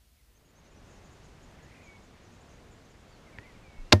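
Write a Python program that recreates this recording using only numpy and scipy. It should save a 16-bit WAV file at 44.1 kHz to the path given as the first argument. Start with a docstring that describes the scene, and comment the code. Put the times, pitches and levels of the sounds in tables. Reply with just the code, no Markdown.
"""Ball hits a parked car

A quiet garden with far birds: faint rumble and hiss give way to a leafy breeze, heard from a car seat.
A distant knock sends a ball on its way, and half a second later it slams into the car.
The struck panel cracks, rattles and rings, the shell thumps and the cabin booms."""
import sys
import numpy as np
from scipy import signal
from scipy.fft import rfft, irfft
from scipy.io import wavfile
from scipy.ndimage import uniform_filter1d

SR = 44100
rng = np.random.default_rng(int(sys.argv[2]) if len(sys.argv) > 2 else 0)


def int16_out(signal):
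    """Quantize to a 16-bit WAV file."""
    q = np.round(np.clip(np.atleast_2d(signal).T, -1, 1) * 32767)
    wavfile.write(sys.argv[1], SR, q.astype(np.int16))


N = 176400


def undb(db):
    """Decibels to gain."""
    return 10 ** (np.asarray(db) / 20)


def unit(x):
    """Scale to rms 1."""
    return x / np.sqrt(np.mean(x ** 2))


def since(start):
    """Seconds since a moment, zero before it."""
    return np.maximum(np.arange(N) / SR - start, 0)


def ramp(start, end):
    """Linear fade from 0 to 1 between two moments."""
    return np.minimum(since(start) / (end - start), 1)


def strike(start, t60, attack):
    """Percussive envelope: an attack, then an exponential decay."""
    age = since(start)
    return (1 - np.exp(-age / attack)) * np.exp(-np.log(1000) * age / t60)


def ring(start, hz, db, t60, attack=.0001):
    """One struck mode: a decaying sine."""
    return undb(db) * strike(start, t60, attack) * np.sin(2 * np.pi * hz * since(start))


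def noise(colour):
    """Noise of rms 1, shaped by an EQ curve of (frequency [Hz], level [dB]) points."""
    hz, db = np.array(colour, float).T
    bin_hz = np.maximum(np.arange(N // 2 + 1) * SR / N, 1)
    eq = undb(np.interp(np.log(bin_hz), np.log(hz), db))
    return unit(irfft(rfft(rng.standard_normal(N)) * eq, N))


def drift(rate_hz):
    """Smooth random modulation of rms 1."""
    step = int(SR / rate_hz)
    held = np.repeat(rng.standard_normal(N // step + 1), step)
    return unit(uniform_filter1d(held, step)[:N])


def sing(out, start, hz, db):
    """Mix in one bird note: a sine that follows a pitch curve, with soft edges."""
    envelope = np.sqrt(2 * signal.windows.tukey(len(hz), .35))
    note = undb(db) * envelope * np.sin(2 * np.pi * np.cumsum(hz) / SR)
    onset = int(start * SR)
    out[onset:onset + len(note)] += note[:N - onset]


# slaps of ball on panel within the one hit (time [s], gain [dB])
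SLAPS = [(3.92157, -15.8), (3.92478, -3.9), (3.92529, 1.8), (3.92803, -8.5), (3.92952, 1.0)]
# EQ of each slap's dry crack (frequency [Hz], relative level [dB])
CRACK_EQ = [(200, -3), (1000, 3), (2500, -2), (4200, -2.5), (6000, -1), (8000, -8), (10000, -22),
            (12500, -18), (15000, -44)]
# each slap's sharp snap (frequency [Hz], relative level [dB], t60 [s])
SNAP_MODES = [(1011.0, -15.1, 0.0067), (2455.0, -16.8, 0.0466), (3771.0, -8.8, 0.0106),
              (4346.0, 0.1, 0.0038), (4811.0, -17.2, 0.0134)]
# the panel's ring-out (frequency [Hz], level [dB], t60 [s])
PANEL_MODES = [(497.0, -18.9, 0.0642), (609.0, -13.8, 0.0848), (802.0, -15.3, 0.0529),
               (910.0, -19.7, 0.0438), (1033.0, -11.0, 0.0475), (1233.0, -19.4, 0.0418),
               (1369.0, -17.1, 0.0464), (1608.0, -9.2, 0.0221), (1836.0, -33.8, 0.1591),
               (2102.0, -19.1, 0.0473), (2785.0, -8.8, 0.0214), (3549.0, -30.1, 0.0343),
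               (3662.0, -20.3, 0.0444), (4060.0, -28.9, 0.0445)]
CRACK_DB, CRACK_T60_S, SLAP_ATTACK_S, PANEL_S = -13.5, .0085, .00016, 3.9232


def panel_hit():
    """The ball slaps the panel five times within ten milliseconds; the panel rings on."""
    crack = undb(CRACK_DB) * noise(CRACK_EQ)
    out = sum(ring(PANEL_S, *mode, attack=.0005) for mode in PANEL_MODES)
    for start, db in SLAPS:
        snap = sum(ring(start, *mode, SLAP_ATTACK_S) for mode in SNAP_MODES)
        out += undb(db) * (crack * strike(start, CRACK_T60_S, SLAP_ATTACK_S) + snap)
    return out


# soft pushes as the shell gives way (time [s], length [s], level before the low cut [dB])
SHELL_PUSHES = [(3.93308, 0.0015, -5.0), (3.93658, 0.0011, -4.3)]


def shell_thump():
    """The shell flexes under the ball in two rounded pressure pulses."""
    pulses = sum(-undb(db) * np.sin(np.pi * np.minimum(since(start) / length, 1)) ** 2
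                 for start, length, db in SHELL_PUSHES)
    low_cut = signal.butter(1, 120, "high", fs=SR, output="sos")
    return signal.sosfilt(low_cut, pulses)


# low modes of the shell and cabin air (time [s], frequency [Hz], level [dB], t60 [s])
BOOM_MODES = [(3.9297, 100.0, -6.9, 0.1654), (3.9363, 94.0, -1.8, 0.0592), (3.9261, 216.0, -17.0, 0.15),
              (3.9273, 258.0, -27.3, 0.1692), (3.9265, 352.0, -17.7, 0.1049), (3.9292, 32.0, -21.1, 0.1008)]
BOOM_ATTACK_CYCLES = .9


def cabin_boom():
    """The body of the hit: low modes build up over about a cycle, then die away."""
    return sum(ring(start, hz, db, t60, BOOM_ATTACK_CYCLES / hz) for start, hz, db, t60 in BOOM_MODES)


# bands of scattered sound in the cabin
# (low edge [Hz], high edge [Hz], early level [dB], early t60 [s], late level [dB], late t60 [s])
TAIL_BANDS = [(152, 640, -28, 0.061, -35, 0.22), (710, 2030, -24, 0.056, -38.5, 0.16),
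              (2200, 5900, -29, 0.047, -44.5, 0.19), (5970, 13000, -38, .04, -52, .17)]
TAIL_S, TAIL_ATTACK_S = 3.924, .0026


def cabin_tail():
    """A short noise tail: the hit scatters round the cabin and the seats soak it up."""
    out = np.zeros(N)
    for low, high, early_db, early_t60, late_db, late_t60 in TAIL_BANDS:
        band_pass = signal.butter(3, [low, high], "band", fs=SR, output="sos")
        wash = unit(signal.sosfilt(band_pass, rng.standard_normal(N)))
        early = undb(early_db) * strike(TAIL_S, early_t60, TAIL_ATTACK_S)
        late = undb(late_db) * strike(TAIL_S, late_t60, TAIL_ATTACK_S)
        out += wash * (early + late)
    return out


def sub_thud():
    """A soft, very low thud just ahead of the hit."""
    return ring(start=3.782, hz=25, db=-27.5, t60=.27, attack=.015)


# modes of the far knock (frequency [Hz], level [dB], t60 [s])
KNOCK_MODES = [(1880, -29, .012), (2250, -37, .008), (4400, -47, .006), (975, -47, .05), (480, -47, .04),
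               (270, -49, .05), (105, -37, .07)]
KNOCK_S = 3.386


def far_knock():
    """The knock that launches the ball: a woody click over a dull thud."""
    return sum(ring(KNOCK_S, *mode) for mode in KNOCK_MODES)


# whistled bird notes (time [s], length [s], start pitch [Hz], end pitch [Hz],
# glide bend [0 straight, higher settles sooner], warble depth [Hz], level [dB])
WHISTLE_NOTES = [(0.161, 0.058, 2500, 1950, 1.56, 130, -76), (0.249, .13, 2000, 1890, 2.8, 30, -85),
                 (1.583, .03, 2300, 1644, 0.84, 30, -64.5), (1.62, .085, 1640, 2080, 0.092, 64, -68),
                 (1.695, .14, 2180, 2283, 1.6, 200, -63), (1.825, .04, 2540, 2330, .3, 15, -65),
                 (1.86, .13, 2320, 2225, 4, 5, -58), (3.26, .045, 2320, 1920, 1.2, 10, -65.5),
                 (3.325, 0.046, 2340, 2080, .2, 10, -61.5), (3.36, .125, 1710, 2156, 0.11, 18, -62.5),
                 (3.432, .093, 2500, 1880, 0.61, 14, -63), (3.54, .035, 2450, 2070, .2, 10, -65.5),
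                 (3.621, .21, 2580, 2200, 5, 5.4, -65), (3.75, 0.18, 2620, 2740, .5, 11, -74),
                 (3.116, .05, 4680, 4180, .1, 15, -68)]
WARBLE_RATE_HZ, WARBLE_ROUGHNESS = 41, .72


def bird_whistles(quiver):
    """Far birds whistle gliding notes with a rough warble."""
    out = np.zeros(N)
    for start, length, first_hz, last_hz, bend, depth_hz, db in WHISTLE_NOTES:
        progress = np.linspace(0, 1, int(length * SR))
        glide = first_hz + (last_hz - first_hz) * np.expm1(-bend * progress) / np.expm1(-bend)
        warble = np.sin(2 * np.pi * WARBLE_RATE_HZ * length * progress)
        jitter = WARBLE_ROUGHNESS * quiver[int(start * SR):][:len(progress)]
        sing(out, start, glide + depth_hz * (warble + jitter), db)
    return out


# small birds' tweets (time [s], length [s], pitch [Hz], glide [Hz], level [dB])
TWEET_NOTES = [(0.346, .04, 6250, 245, -73), (.447, 0.033, 6700, -200, -74.5), (0.477, .04, 6900, 245, -77),
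               (0.551, 0.054, 6150, 450, -70.5), (.645, .025, 6250, -400, -72),
               (0.665, 0.03, 6250, 250, -72), (0.708, .03, 7000, -50, -74),
               (.758, 0.033, 6030, -200, -70.5), (.79, .025, 7000, -300, -78),
               (.845, 0.045, 5950, 400, -73), (.89, 0.07, 6780, 100, -70.5), (.955, .04, 5700, 50, -72),
               (1.036, .05, 6450, 300, -69.5), (1.105, 0.042, 6650, 150, -70),
               (1.232, .04, 6750, -300, -70), (1.424, .03, 6700, 200, -67), (1.624, .03, 6700, 300, -69.5),
               (1.83, .05, 7040, -500, -68.5), (2.026, 0.041, 6700, 204, -72),
               (2.23, .05, 6900, -900, -71.5), (2.31, .05, 6400, 397, -74), (2.405, .025, 6800, 200, -69),
               (2.485, 0.062, 6400, -500, -70), (2.535, .03, 6530, 400, -73), (2.708, .035, 7000, 100, -70),
               (2.845, .025, 6070, 300, -71), (2.895, .03, 6900, 200, -71), (3.08, .035, 6900, 147, -74)]
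BUZZY_FROM_S, CLEAR_JITTER_HZ, BUZZY_JITTER_HZ = .82, 110, 300


def bird_tweets(quiver):
    """Thin, high chirps; deeper pitch jitter makes the later ones buzzier."""
    out = np.zeros(N)
    for start, length, hz, glide_hz, db in TWEET_NOTES:
        progress = np.linspace(0, 1, int(length * SR))
        depth_hz = BUZZY_JITTER_HZ if start > BUZZY_FROM_S else CLEAR_JITTER_HZ
        jitter = depth_hz * quiver[int(start * SR):][:len(progress)]
        sing(out, start, hz + glide_hz * progress + jitter, db)
    return out


def tree_reverb(song, wet_db=-10, t60=.3):
    """The trees scatter the birdsong, adding a soft tail to the direct sound."""
    impulse = unit(rng.standard_normal(N) * strike(0, t60, attack=.0093)) / np.sqrt(N)
    return song + undb(wet_db) * signal.fftconvolve(song, impulse)[:N]


def flock_chatter(count=30, from_s=.85, until_s=3.0, note_s=.05, pitch_hz=6500, spread_hz=420):
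    """The rest of the flock: faint buzzy tweets that thin out with time."""
    out, quiver = np.zeros(N), drift(500)
    for when, detune in zip(rng.random(count), rng.standard_normal(count)):
        start = from_s + (until_s - from_s) * when ** 2
        jitter = BUZZY_JITTER_HZ * quiver[int(start * SR):][:int(note_s * SR)]
        sing(out, start, pitch_hz + spread_hz * detune + jitter, db=-80)
    return out


# EQ of the breeze in the leaves (frequency [Hz], relative level [dB])
BREEZE_EQ = [(12, -26), (20, -2.5), (49, 0), (80, -2), (205, -6.5), (377, -10.5), (555, -12.5),
             (1240, -18.5), (2100, -21.5), (4690, -28.5), (6720, -31), (7930, -35), (13400, -45.5),
             (15000, -48)]
BREEZE_DB, SWELL_DB, FLICKER_DB, BREEZE_FADE_IN_S = -54, .41, .5, (.19, .91)


def breeze():
    """A bed of rustling leaves fades in; its octaves swell together and flicker separately."""
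    spectrum = rfft(noise(BREEZE_EQ))
    swell_db = SWELL_DB * drift(4.2)
    bin_hz = np.arange(N // 2 + 1) * SR / N
    octave = np.log2(np.clip(bin_hz / 32, 1, 512))  # octaves above 32 Hz
    leaves = np.zeros(N)
    for centre in range(10):
        band = irfft(spectrum * np.maximum(1 - abs(octave - centre), 0), N)
        leaves += band * undb(swell_db + FLICKER_DB * drift(22.025))
    return undb(BREEZE_DB) * leaves * ramp(*BREEZE_FADE_IN_S) ** 1.02


# EQ of the outdoor rumble and microphone hiss (frequency [Hz], relative level [dB])
FLOOR_EQ = [(15, -45), (25, -15), (37, -14), (49, 1.5), (69, 0.5), (93, -9), (383, -27), (729, -26),
            (879, -29.5), (2430, -29.5), (2930, -28.5), (4750, -29.5), (7090, -32), (9020, -32.5),
            (15000, -33)]
FLOOR_DB, FLOOR_FADE_OUT_S = -63, (.29, .82)


def noise_floor():
    """Faint outdoor rumble with steady microphone hiss, fading out."""
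    return undb(FLOOR_DB) * noise(FLOOR_EQ) * (1 - ramp(*FLOOR_FADE_OUT_S))


def scene():
    """Mono mix: the hit and its lead-in over the birds and the ambience bed."""
    bed = breeze() + noise_floor()
    quiver = drift(500)  # fast pitch jitter for the birds
    birds = tree_reverb(bird_whistles(quiver) + bird_tweets(quiver))
    hit = panel_hit() + shell_thump() + cabin_boom() + cabin_tail()
    return (hit + sub_thud() + far_knock() + birds + flock_chatter() + bed)[None]


def record(dry):
    """Master chain: soft-clip the loudest peaks, then a steep high cut."""
    rounded = dry / (1 + dry ** 12) ** (1 / 12)
    high_cut = signal.ellip(10, .1, 80, 15100, fs=SR, output="sos")
    return signal.sosfilt(high_cut, rounded)


dry = scene()
out = record(dry)
int16_out(out)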